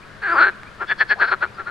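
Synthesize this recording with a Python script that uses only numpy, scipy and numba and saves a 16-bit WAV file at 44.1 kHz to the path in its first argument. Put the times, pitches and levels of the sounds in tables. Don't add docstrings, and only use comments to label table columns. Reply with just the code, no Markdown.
import sys
import numpy as np
from scipy import signal
from scipy.fft import rfft, irfft
from scipy.io import wavfile
from scipy.ndimage import uniform_filter1d, minimum_filter1d
from numba import njit

SR = 44100
rng = np.random.default_rng(int(sys.argv[2]) if len(sys.argv) > 2 else 0)


def inscribe(sig):
    pcm = np.round(np.clip(np.atleast_2d(sig).T, -1, 1) * 32767)
    wavfile.write(sys.argv[1], SR, pcm.astype(np.int16))


N = 74970

JITTER, SHIMMER_DB = .06, 3.5
FLUTTER_PER_S = 170
SAC_PULL = 0.65


def frog():
    # (time [s], rate [snaps per s])
    croak_speed = [(.22, 460), (.238, 392), (.266, 398), (.28, 339), (0.311, 332), (0.324, 350),
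                   (.338, 345), (.352, 305), (0.367, 256), (.385, 284), (0.394, 310), (.402, 335),
                   (.411, 335), (.419, 230), (0.432, 295), (0.452, 260), (0.465, 200), (.5, 179)]
    # (time [s], snap level [dB],
    # sac pitch [Hz], belly [dB], upper ring [dB], upper pitch [Hz], roughness [0 = smooth])
    croak_shape = [(.215, -38, 1583, -43.5, -14.5, 4200, 0.58), (.228, -21.5, 1628, -33, -14, 4410, .3),
                   (.262, -19.5, 1676, -30.5, -23.5, 4350, 0.33),
                   (.285, -16.5, 1557, -18, -17.5, 4420, 0.16), (.308, -15.5, 1502, -15.5, -28, 4600, 0.11),
                   (.324, -12.5, 1388, -25, -22, 4690, 0.2), (.344, -13.5, 1154, -9.5, -30.5, 4980, 0.2),
                   (.365, -10, 1203, -19.5, -25.5, 4750, 0.02), (.39, -7.5, 1404, -20, -23, 4500, 0.1),
                   (.404, -7.5, 1368, -15, -15, 4300, .2), (.43, -6.5, 1505, -18.5, -12.5, 4230, .6),
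                   (.455, -8.5, 1591, -15.5, -20.5, 4293, 0.4), (.477, -14, 1558, -19, -17, 4250, 0.8),
                   (.503, -18.5, 1637, -19.5, -25, 4200, 1.1)]
    gurgle_shape = [(1.15, -43.5, 600, -20, -42, 3700, 0.51), (1.175, -30.5, 807, -25.5, -35, 3700, 0.5),
                    (1.205, -18.5, 1252, -17.5, -30.5, 3700, 0.68)]
    # (peak time [s], rate there [snaps per s], gap growth per snap [factor],
    # snap level [dB], rise [s], fall [s], sac pitch [Hz], sac bandwidth [Hz],
    # belly [relative dB], middle ring [relative dB], upper ring [relative dB])
    cackles = [ (.8243, 240, 1.103, -14, 0.025, .025, 1405, 277.5, -17, -33.5, -32),
               (0.918, 216, 1.08, -9, 0.03, 0.015, 1757, 196.4, -24.5, -15.5, -20.5),
               (1.0141, 230, 1.052, -6, 0.018, 0.021, 1774, 174, -23, -22.5, -14.5),
               (1.1183, 241, 1.1, -7, 0.022, 0.023, 1740, 180, -24.5, -27, -14),
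               (1.2276, 210, 1.106, -5, .028, .016, 1641, 220, -24, -34.5, -19),
               (1.248, 227, 0.99, -13, 0.032, 0.02, 1506, 157, -29.5, -42.5, -13),
               (1.286, 284, 0.96, -15.5, 0.021, 0.02, 1557, 180, -31, -37, -11.5),
               (1.3283, 213, 1.13, -6.5, 0.02, 0.022, 1437, 238, -19, -37, -17),
               (1.4347, 210, 1.267, -9.5, 0.02, 0.03, 1460, 214, -23, -35, -22),
               (1.6043, 261, 1.13, -21.5, 0.029, 0.028, 1398, 236, -16.5, -47, -23),
               (1.686, 202, 1.19, -20, 0.028, 0.021, 1441, 220, -21.5, -48, -21.5)]
    # (frequency [Hz], gain [dB])
    voice_tone = [(200, -5.5), (500, 2), (800, 2), (1150, 0), (1380, 5), (1780, 5), (1980, -0.5),
                  (2300, 2.5), (2900, -3), (4400, -4.5), (5300, 0), (6200, -10), (10500, -9),
                  (15000, -21.5)]
    long_call = croak(croak_shape, np.interp(np.arange(N) / SR, *np.array(croak_speed).T))
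    short_calls = sum(cackle(*row) for row in cackles) + croak(gurgle_shape, rate_hz=228.7)
    voice = pan(long_call, db=-0.5) + pan(short_calls, db=0.7)
    low_cut = signal.butter(6, 355, "high", fs=SR, output="sos")
    voice = colour(signal.sosfilt(low_cut, voice), voice_tone)
    breath = np.abs(long_call) ** .3 * rng.standard_normal(N)
    fizz = level(ring(breath, hz=9270, width_hz=3000), db=-72)
    return from_the_left(voice) + fizz + bank_echo(voice)


def croak(curve, rate_hz):
    t = np.arange(N) / SR
    when, db, sac_hz, belly_db, upper_db, upper_hz, rough = np.array(curve).T
    cycles = np.cumsum(rate_hz * ((t > when[0]) & (t < when[-1]))) / SR
    times = np.interp(np.arange(1, cycles[-1]), cycles, t)
    per_snap = lambda column: np.interp(times, when, column)
    level_luck, time_luck = rng.standard_normal((256, 2))[:len(times)].T * per_snap(rough)
    snap_db = per_snap(db) + SHIMMER_DB * level_luck
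    flutter = .045 * np.interp(t, when, rough) * wander(FLUTTER_PER_S)
    sac = np.interp(t, when, sac_hz) * (1 + flutter)
    uneven = times + JITTER * time_luck * np.gradient(times)
    uneven = pull_to_crests(uneven, sac, SAC_PULL * np.minimum(2 * per_snap(rough), 1))
    return throat(uneven, snap_db, snap_db + per_snap(belly_db), snap_db - 49, snap_db + per_snap(upper_db),
                  sac, width_hz=172, upper_hz=np.interp(t, when, upper_hz))


def cackle(at, rate_hz, growth, db, rise_s, fall_s, sac_hz, width_hz, belly_db, middle_db, upper_db):
    fastest_hz, roughness, rise_db, fall_db = 579, .15, 20, 17.5
    squeak_db, squeak_s = -14, 0.03
    count = np.arange(-20, 10)
    gaps = np.maximum(growth ** count / rate_hz, 1 / fastest_hz)
    from_peak = np.cumsum(gaps) - gaps - gaps[count < 0].sum()
    level_luck, time_luck = roughness * rng.standard_normal((len(count), 2)).T
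    squeak = squeak_db - rise_db * (from_peak / squeak_s) ** 4
    rise = np.maximum(-rise_db * np.abs(from_peak / rise_s) ** 1.8, squeak)
    fall = -fall_db * (from_peak / fall_s) ** 2
    effort_db = np.where(from_peak < 0, rise, fall) + SHIMMER_DB * level_luck
    high_db = db + np.where(from_peak < 0, 0.44, 1) * effort_db
    sag = .004 * np.interp(np.arange(N) / SR, at + from_peak, np.maximum(effort_db, -rise_db))
    sac = sac_hz * (1 + sag + .022 * wander(FLUTTER_PER_S))
    times = pull_to_crests(at + from_peak + JITTER * time_luck * gaps, sac, SAC_PULL)
    upper_hz = 4330 + 0.43 * (sac_hz - 1650)
    return throat(times, db + effort_db, db + belly_db + effort_db, high_db + middle_db,
                  high_db + upper_db, sac, width_hz, upper_hz)


def pull_to_crests(times, sac_hz, pull):
    t = np.arange(N) / SR
    cycle = np.interp(times, t, np.cumsum(sac_hz) / SR)
    return times - pull * (cycle - np.round(cycle)) / np.interp(times, t, sac_hz)


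def throat(times, db, belly_db, middle_db, upper_db, sac_hz, width_hz, upper_hz):
    air_db, puff_s = -26, 0.0022
    air = amp(air_db) * rng.standard_normal(N)

    def push(snap_db):
        pulses = snaps(times, amp(snap_db))
        return pulses + air * signal.lfilter([1], [1, -np.exp(-1 / (puff_s * SR))], pulses)

    sacs = ring(push(db), sac_hz, width_hz)
    belly = ring(push(belly_db), hz=391, width_hz=69)
    middle = ring(push(middle_db), hz=3480, width_hz=98)
    upper = ring(push(upper_db), upper_hz, width_hz=162)
    return sacs + belly - middle - upper


def from_the_left(voice):
    # (frequency [Hz], left minus right [dB])
    balance = [(60, 3.0), (99, 3.5), (160, 5.0), (270, 2.5), (440, 11), (720, 5.5), (1190, 4.4),
               (1960, 1.2), (3220, 1.0), (5300, 0.5)]
    # (frequency [Hz], phase lead [radians])
    lead = [(0, 0), (260, 0.6), (600, 0.38), (1460, -0.7), (1720, -0.5), (3270, -0.88), (3530, 0.59),
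            (4310, -0.77), (4740, -0.17), (5510, -0.0)]
    half = np.log(amp(on_bins(balance))) / 2 + 1j * on_bins(lead) / 2
    return irfft(rfft(voice, 2 * N) * np.exp([half, -half]))[:, :N]


def bank_echo(voice):
    fade_s = 1
    tail = rng.standard_normal((2, N)) * np.exp(-np.log(1000) * np.arange(N) / SR / fade_s)
    return signal.fftconvolve(voice, level(tail, db=-25.5) / np.sqrt(N), axes=1)[:, :N]


def splash_and_thin_ring():
    # (time [s], pitch [Hz], bandwidth [Hz], level [dB])
    short_rings = [(.6335, 1750, 650, -18.5), (0.98, 980, 156, -33), (0.93, 2500, 800, -27),
                   (0.75, 9300, 3430, -42), (1, 3460, 108, -31)]
    return sum(ring(snaps(np.array([at]), amp(db)), hz, width) for at, hz, width, db in short_rings)


def birds():
    # (start [s], length [s], first pitch [Hz], last pitch [Hz], level [dB])
    chirps = [(0.014, 0.037, 2100, 2510, -46.5), (0.509, 0.033, 2190, 2540, -47),
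              (0.657, 0.0365, 2150, 2465, -43.5), (1.447, 0.061, 2150, 2496, -47),
              (1.533, .045, 5250, 4700, -55.5)]
    out = 0
    for at, length, start_hz, end_hz, db in chirps:
        progress = np.clip((np.arange(N) / SR - at) / length, 0, 1)
        hz = start_hz + (end_hz - start_hz) * np.sin(np.pi * progress / 2) + 30 * wander(220)
        out = out + amp(db) * np.sin(np.pi * progress) * np.sin(2 * np.pi * np.cumsum(hz) / SR)
    return out


def far_frogs():
    sac_hz, width_hz, rate_hz = 1574, 240, 190
    chorus = 0
    for _ in range(4):
        cycles = np.cumsum(rate_hz * np.exp(0.2 * wander(60))) / SR
        pulses = np.diff(np.floor(cycles), prepend=0) * amp(2.4 * wander(53))
        rattle = ring(pulses, sac_hz * (1 + 0.093 * wander(8.4)), width_hz)
        chorus = chorus + pan(ring(rattle, sac_hz, 3 * width_hz), db=4 * rng.standard_normal())
    return level(chorus, db=-53)


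def outdoor_rumble():
    # (frequency [Hz], relative level [dB])
    noise_tone = [(15, -2), (32, -2), (50, -5.5), (130, -0.5), (180, -8), (270, -8.5), (360, -9.5),
                  (550, -8), (800, -13), (1150, -8), (1500, -6), (2000, -13.5), (2800, -19), (4500, -23.5),
                  (6000, -31.5), (10500, -38), (12500, -47.5), (15000, -52.5)]
    centre, side = level(colour(rng.standard_normal((2, N)), noise_tone), db=-44)
    hum_hz = 202.6 * (1 + 0.0052 * wander(9.2))
    hum = amp(-56) * np.sqrt(2) * np.sin(2 * np.pi * np.cumsum(hum_hz) / SR)
    return pan(centre + hum + amp(-6) * np.array([side, -side]), db=5)


def snaps(times, sizes):
    at = np.clip(times * SR, 0, N)
    i = at.astype(int)
    before = np.bincount(i, sizes * (1 - at + i), N + 2)
    after = np.bincount(i + 1, sizes * (at - i), N + 2)
    return (before + after)[:N]


def ring(x, hz, width_hz):
    return resonate(x, np.exp((2j * np.pi * hz - np.pi * width_hz) / SR) * np.ones(N))


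@njit
def resonate(x, pole):
    y, swing = np.empty(len(x)), 0j
    for i in range(len(x)):
        swing = swing * pole[i] + x[i] + 1e-18
        y[i] = swing.imag
    return y


def colour(x, points):
    cepstrum = irfft(np.log(amp(on_bins(points))))
    cepstrum[1:N] *= 2
    cepstrum[N + 1:] = 0
    return irfft(rfft(x, 2 * N) * np.exp(rfft(cepstrum)))[..., :N]


def on_bins(points):
    hz, value = np.array(points, float).T
    return np.interp(np.log(np.arange(N + 1) * SR / (2 * N) + 1), np.log(hz), value)


def wander(per_s):
    hold = int(SR / per_s)
    steps = np.repeat(rng.standard_normal(N // hold + 1), hold)
    drift = uniform_filter1d(steps, hold)[:N]
    return drift / drift.std()


def amp(db):
    return 10 ** (np.asarray(db) / 20)


def level(x, db):
    return x * amp(db) / np.sqrt(np.mean(x ** 2))


def pan(x, db):
    return x * amp(np.array([[db], [-db]]) / 2)


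def scene():
    return frog() + outdoor_rumble() + far_frogs() + birds() + splash_and_thin_ring()


def record(dry):
    gain = minimum_filter1d(1 / np.maximum(np.abs(dry).max(axis=0), 1), size=256)
    limited = dry * uniform_filter1d(gain, size=256)
    return signal.sosfilt(signal.ellip(8, .2, 70, 15600, fs=SR, output="sos"), limited)


dry = scene()
out = record(dry)
inscribe(out)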